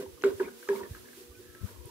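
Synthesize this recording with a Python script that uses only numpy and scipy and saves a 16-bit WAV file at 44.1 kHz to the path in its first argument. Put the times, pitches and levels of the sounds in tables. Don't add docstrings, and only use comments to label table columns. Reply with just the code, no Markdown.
import sys
import numpy as np
from scipy import signal
from scipy.fft import rfft, irfft, next_fast_len
from scipy.io import wavfile
from scipy.ndimage import uniform_filter1d, map_coordinates

SR = 44100
rng = np.random.default_rng(int(sys.argv[2]) if len(sys.argv) > 2 else 0)


def ratio(d):
    e = np.asarray(d, float) / 20
    return 10 ** e


def wav_out(sig):
    wavfile.write(sys.argv[1], SR, np.round(np.clip(np.atleast_2d(sig).T, -1, 1) * 32767).astype(np.int16))


N = 83790

# start_s, peak_db, pitch_hz, length_s, higher_mode_db
AIR_BOOMS = [(0, -30, 406, 0.015, -12.5), (0.012, -37.5, 397.4, 0.038, -24), (0.048, -44, 390, 0.046, -16),
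             (0.094, -42, 371, 0.011, -9), (0.207, -38, 372, 0.0058, -11), (0.237, -15.5, 399.9, 0.05, -5),
             (0.314, -24, 403.7, 0.013, -14.5), (0.399, -17.5, 387.5, 0.027, -8),
             (0.464, -31, 394, 0.024, -11), (0.687, -19, 404.3, 0.048, -9), (0.696, -32, 397.5, 0.019, -14),
             (0.761, -35, 413, 0.017, -14), (0.802, -32, 381, 0.022, -10), (0.828, -36, 386, 0.018, -2),
             (1.171, -38, 375.5, 0.015, -10), (1.203, -44.5, 390, 0.021, -9), (1.391, -44, 384, 0.023, -5),
             (1.702, -40, 399, 0.0093, -4), (1.865, -38.5, 384, 0.013, -6.5)]
# start_s, end_s, level_db, centre_hz, pitch_scatter_octaves
WALL_SWEEPS = [(0, 0.041, -55.5, 1390, 0.54), (0.239, 0.306, -56, 1330, 0.47),
               (0.395, 0.494, -50.5, 1294, 0.4), (0.426, 0.47, -55, 2233, 0.11),
               (0.478, 0.493, -47.5, 1554, 0.175), (0.692, 0.866, -54.5, 1190, 0.34),
               (0.944, 0.973, -55, 1670, 0.2), (1.039, 1.112, -62, 1710, 0.053),
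               (1.422, 1.598, -65, 1715, 0.088), (1.598, 1.754, -62.5, 1503, 0.33),
               (1.664, 1.915, -67.5, 963, 0.077)]
# centre_hz, width_hz, level_db
WALL_MODES = [(247, 66.4, 9.5), (390, 37, 12.5), (511, 42, 10.5), (632, 125, 2), (960, 340, -6.5),
              (1030, 150, 1), (1550, 520, -11), (2200, 660, -9), (3500, 2100, -14.5)]
# centre_s, half_length_s, swell_db
LIQUID_TURNS = [(0.003, 0.027, 7), (0.148, 0.015, 2), (0.287, 0.077, 5.5), (0.427, 0.081, 4.5),
                (0.611, 0.08, 4), (0.768, 0.085, 7.5), (0.98, 0.11, 4.5), (1.19, 0.061, 6),
                (1.403, 0.056, 1.5), (1.677, 0.056, 6), (1.884, 0.029, 2)]
# freq_hz, level_db (per Hz)
HISS_COLOUR = [(560, -17.5), (1000, -10), (1640, -9), (2290, -11), (2470, -9.5), (3160, -9), (8280, -11),
               (12300, -10), (15700, -12)]
# pitch_hz, level_db
HUM_LINES = [(240, -65), (300, -69), (361, -59.5), (481, -63.5)]
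# end_s, swell_s, pitch_hz, level_db
PASSING_TONES = [
    (1.7, 0.077, 1300, -71),
    (1.645, 0.13, 1315, -57.5),
    (1.4, 0.055, 1500, -58.5),
]
# freq_hz, level_db (per Hz)
RUMBLE_COLOUR = [(25, -14), (50, 3), (80, 5), (130, 3.5), (260, -5.5)]
# freq_hz, level_db (per Hz)
ROOM_COLOUR = [(88, -56), (150, -39), (240, -10), (390, -1.5), (441, -7), (487, -8), (566, -14.5),
               (1170, -32), (3000, -36), (3900, -96), (6600, -120)]
# centre_s, level_db, pitch_hz, length_s
GRIT_CATCHES = [(0.064, -45, 910, 0.0026), (.18, -54, 1184, 0.0029), (0.43, -41, 249.4, 0.014),
                (.456, -43, 217, 0.0048), (0.702, -44, 217, 0.011), (0.762, -40, 222, 0.0084),
                (0.406, -36, 1514, 0.0036), (.412, -38, 1420, 0.0024), (.42, -36.5, 965, 0.0029),
                (0.433, -46, 2475, 0.0025), (0.445, -47, 2050, 0.0032), (.451, -46.5, 2200, 0.0036),
                (0.46, -46, 2380, 0.0044), (0.464, -52, 1510, 0.0027), (.483, -52, 1540, 0.0034),
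                (0.489, -46.5, 1490, 0.0045), (0.707, -35, 986, 0.0038), (0.733, -36.5, 885, 0.0032),
                (0.767, -43, 1080, 0.0024), (0.813, -40.5, 960, 0.0086), (.793, -45, 975, 0.0038),
                (0.863, -47.5, 1100, 0.0021), (0.859, -51, 1720, 0.0035), (.935, -54, 1750, 0.0034),
                (0.951, -47, 1630, 0.0042), (0.986, -56, 1710, 0.0046), (0.98, -56, 1020, 0.0045),
                (1.01, -58, 1340, 0.0032), (1.046, -57.5, 970, .004), (1.06, -59, 1760, 0.0031),
                (1.087, -55.5, 1650, 0.0027), (1.088, -56, 2150, .003), (1.107, -63, 1760, 0.0034),
                (1.321, -61, 1176, .009), (1.355, -57, 2440, 0.0037), (1.445, -63, 1670, 0.0037),
                (1.484, -61, 1670, .004), (1.501, -55, 1700, 0.0039), (1.528, -59, 1680, 0.0036),
                (1.661, -55, 1260, 0.0026), (1.674, -52.5, 1490, 0.0031), (1.687, -57, 970, 0.0082),
                (1.69, -53, 1630, .004), (1.762, -55.5, 1070, 0.0042), (1.809, -56.5, 960, 0.0056),
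                (1.868, -57.5, 960, 0.0078), (1.895, -54, 930, 0.0052)]
# centre_s, peak_db, pitch_hz, length_s, left_over_right_db
SOFT_THUDS = [(.085, -48, 87, 0.011, -5), (.14, -47, 73.5, 0.0093, -12), (.295, -47.5, 75, 0.0082, -7),
              (.46, -58.5, 60.5, 0.01, -8), (.352, -42.5, 93, 0.0088, -7), (.83, -52.5, 92, 0.0075, -1),
              (.918, -32, 86.4, 0.0072, -4.5), (1.308, -45, 69, 0.011, -2.5), (1.385, -51, 104, 0.014, -16),
              (1.505, -47, 82.4, 0.0079, 24), (1.617, -33.5, 113, 0.0033, 40),
              (1.646, -23.5, 92, 0.0076, 48), (1.646, -35.5, 193.5, 0.013, 31),
              (.91, -42.5, 147, 0.0079, 4), (0.954, -51, 56, 0.019, -10), (1.74, -48, 98, 0.039, 24),
              (1.803, -39.5, 69, 0.02, 31), (1.86, -37, 110, 0.0058, 45)]
# start_s, peak_db, pitch_hz, ring_t60_s, crack_db
STICK_TAPS = [(0.175, -56, 1094, 0.088, -30), (0.222, -40, 1720, 0.0054, 13.5),
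              (0.2377, -15, 1493, 0.014, -6), (.244, -32, 2210, 0.033, 7), (0.308, -40.5, 1020, 0.036, -30),
              (0.3984, -31, 1666, 0.036, -15), (.402, -34, 976, 0.062, -32),
              (0.628, -41.5, 1605, 0.041, -40), (0.675, -42.5, 1270, 0.044, -43),
              (0.6886, -25.5, 1673, 0.029, 5), (0.689, -30.5, 960, 0.024, -30),
              (0.753, -35, 970, 0.042, -32), (0.76, -35, 2200, 0.018, -20),
              (0.8045, -46.5, 965, 0.073, -30), (.833, -39, 1820, 0.041, -25), (0.949, -44, 1310, 0.032, 7),
              (1.041, -58, 1700, 0.056, -39), (1.131, -47, 1640, 0.037, -24),
              (1.549, -42, 1685, 0.024, -24)]
# centre_s, level_db, pitch_hz, length_s, left_over_right_db
BRIGHT_SNAPS = [
    (.2145, -44, 3000, .0006, 9),
    (.2225, -38, 6170, 0.00034, 10),
    (.2455, -38.5, 7350, 0.00031, -2),
    (.2455, -49, 3300, 0.00044, 3),
    (.263, -45, 7600, .0005, 0),
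    (.239, -31.5, 2730, 0.00044, 4),
    (0.687, -41.5, 6540, 0.00036, 3),
    (1.857, -32, 10480, 0.00014, -10),
]
# freq_hz, share
WALL_SPREAD = [(420, 0), (600, .5), (2500, .6)]
# freq_hz, t60_s
ROOM_DECAY = [(200, 0.47), (1500, 0.26), (8000, 0.11)]


def unit(x):
    return x / np.sqrt(np.mean(x ** 2) + 1e-20)


def along(points, hz):
    f, v = np.transpose(points)
    return np.interp(np.log(hz + 1), np.log(f + 1), v)


def wobble(rate):
    points = rng.standard_normal(int(N * rate / SR) + 4)
    return map_coordinates(points, [np.arange(N) * rate / SR])


def filtered(x, response):
    m = next_fast_len(N + SR // 2)
    return irfft(rfft(x, m) * response(np.fft.rfftfreq(m, 1 / SR)), m)[..., :N]


def noise(colour):
    def response(f):
        inside = (f >= colour[0][0]) * (f <= colour[-1][0])
        return ratio(along(colour, f)) * inside
    return unit(filtered(rng.standard_normal((2, N)), response))


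def pan(db):
    return ratio(np.minimum([[db], [-db]], 0))


def pulses(events):
    t = np.arange(N) / SR
    out = np.zeros((2, N))
    for centre, db, hz, length, side_db in events:
        bell = np.exp(-((t - centre) / length) ** 2 / 2)
        out += ratio(db) * pan(side_db) * bell * np.cos(2 * np.pi * hz * (t - centre))
    return out


def wall(f):
    total = 0
    for k, (centre, width, db) in enumerate(WALL_MODES):
        push = 1j * f * width
        total = total + (-1) ** k * ratio(db) * push / (centre * centre - f * f + push)
    return total


def booms():
    rise_s, fall_power, sag = 0.006, 3.5, 0.0117
    out = np.zeros(N + SR)
    t = np.arange(SR // 4) / SR
    for start, db, hz, length, higher_db in AIR_BOOMS:
        rise = 1 - np.exp(-t / rise_s) * (start > 0)
        hold = np.exp(-(t / length) ** fall_power)
        air = hold * np.sin(2 * np.pi * hz * t * (1 - sag * t / length))
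        higher = ratio(higher_db) * np.exp(-t / 0.017) * np.sin(2 * np.pi * 1.16 * hz * t)
        lower = ratio(-36.5) * np.exp(-t / length) * np.sin(2 * np.pi * 0.6 * hz * t)
        out[round(start * SR):][:len(t)] += ratio(db) * rise * (air + higher + lower)
    return out[:N]


def drag():
    count, grains_per_s, grain_samples = 220, 850, 700
    spread_db, cycles, edge_s = 1.7, 6.6, 0.0079
    grains, rub = np.zeros(N), np.zeros(N)
    t = np.arange(N) / SR
    life = np.arange(grain_samples) / SR
    for start, end, db, centre_hz, octaves in WALL_SWEEPS:
        when, size = rng.random((2, count, 1))
        pitch = centre_hz * 2 ** (octaves * rng.standard_normal((count, 1)))
        first = ((start + when * count / grains_per_s) * SR).astype(int)
        at = first + np.arange(grain_samples)
        age = life * pitch / cycles * 2
        strength = ratio(-spread_db * np.log(size + 0.005))
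        grain = strength * age * np.exp(-age) * np.sin(2 * np.pi * pitch * life)
        gate = ratio(db) * np.clip(np.minimum(t - start, end - t) / edge_s + 0.5, 0, 1)
        grains += gate * np.bincount(at.ravel(), grain.ravel(), N + SR)[:N]
        rub += gate * octaves ** 2
    shudder = rub * ratio(29 + 6.3 * wobble(29.5)) * rng.standard_normal(N)
    return grains + filtered(shudder, wall)


def swish():
    t = np.arange(N) / SR
    swell_db = sum(db * np.exp(-((t - centre) / half) ** 2) for centre, half, db in LIQUID_TURNS)
    return ratio(-57 + swell_db + 0.77 * wobble(18)) * noise(HISS_COLOUR) * pan(-3)


def hum():
    t = np.arange(N) / SR
    out = np.zeros(N)
    for hz, db in HUM_LINES:
        level = ratio(db + 4 * wobble(13.12))
        out += level * np.sin(2 * np.pi * hz * t + 1.2 * wobble(18))
    return out


def whine():
    t = np.arange(N) / SR
    out = np.zeros(N)
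    for end, swell_s, hz, db in PASSING_TONES:
        swell = np.exp(-((end - t) / swell_s) ** 2) * np.clip((end - t) / 0.013, 0, 1)
        level = ratio(db + wobble(67.0))
        out += level * swell * np.sin(2 * np.pi * hz * t + 0.564 * wobble(89))
    return out


def room():
    t = np.arange(N) / SR
    lull_db = -22 * np.exp(-((t - 0.64) / 0.054) ** 2)
    lumps_db = 5.5 * np.array([wobble(8.32), wobble(8.84)])
    rumble = ratio(-67 + lull_db + lumps_db) * noise(RUMBLE_COLOUR)
    floor = ratio(-61 + 2.1 * wobble(19.0)) * noise(ROOM_COLOUR)
    return (hum() + whine()) * pan(-2) + rumble + floor


def grit():
    t = np.arange(N) / SR
    out = np.zeros(N)
    for centre, db, hz, length in GRIT_CATCHES:
        bell = np.exp(-((t - centre) / length) ** 2)
        out += ratio(db) * bell * np.sin(2 * np.pi * hz * (t - centre))
    return out


def thuds():
    return pulses(SOFT_THUDS)


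def taps():
    crack_t60_s, crack_hz, shiver_t60_s, shiver_db = 0.0092, 2620, 0.23, -8.5
    rise_s, roughness, sag = 0.00026, 0.45, 0.05
    ring, crack, shiver = np.zeros((3, N + SR))
    t = np.arange(SR // 4) / SR
    for start, db, hz, t60, crack_db in STICK_TAPS:
        chance = rng.standard_normal((3, len(t)))
        first = round(start * SR)
        at = slice(first, first + len(t))
        rough = roughness * unit(uniform_filter1d(chance[2], size=90))
        tone = np.sin(2 * np.pi * hz * t * (1 - sag * t / t60) + rough)
        ring[at] += ratio(db - 60 * t / t60) * (1 - np.exp(-t / rise_s)) * tone
        crack[at] += ratio(db + crack_db - 60 * t / crack_t60_s) * chance[0]
        shiver[at] += ratio(db + shiver_db - 60 * t / shiver_t60_s) * chance[1]

    def dull(f):
        return 1j * f / (600 + 1j * f) / (1 + 1j * f / crack_hz) ** 2

    ring = filtered(ring[:N], lambda f: f > 500)
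    return ring + filtered(crack[:N], dull) + filtered(shiver[:N], wall)


def ticks():
    return pulses(BRIGHT_SNAPS)


def echo(x):
    hz, t, z = signal.stft(rng.standard_normal((2, SR // 2)), SR, nperseg=256)
    fade = ratio(-60 * t / along(ROOM_DECAY, hz)[:, None])
    tail = signal.istft(z * fade, SR, nperseg=256)[1]
    tail = tail / np.linalg.norm(tail[0])
    delayed = np.pad(x, (300, 0))[None]
    return signal.fftconvolve(delayed, tail, axes=1)[:, :N]


def scene():
    air = booms()
    stick = drag() + grit() + taps()

    def lag(f):
        return np.exp(1j * np.pi * 0.00007 * f * np.array([[-1], [1]]))

    def late(f):
        return along(WALL_SPREAD, f) * np.exp(-2j * np.pi * f * 0.001262)

    direct = filtered(air + stick, lag) * pan(-2)
    wide = filtered(stick, late) * [[1], [-1]]
    wet = echo(ratio(-21) * air + ratio(-10) * stick)
    return direct + wide + wet + swish() + room() + thuds() + ticks()


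def top_cut(x):
    return signal.sosfilt(signal.butter(12, 15820, fs=SR, output="sos"), x)


def record(dry):
    mix = filtered(dry, lambda hz: hz < 15800)
    return top_cut(mix)


dry = scene()
out = record(dry)
wav_out(out)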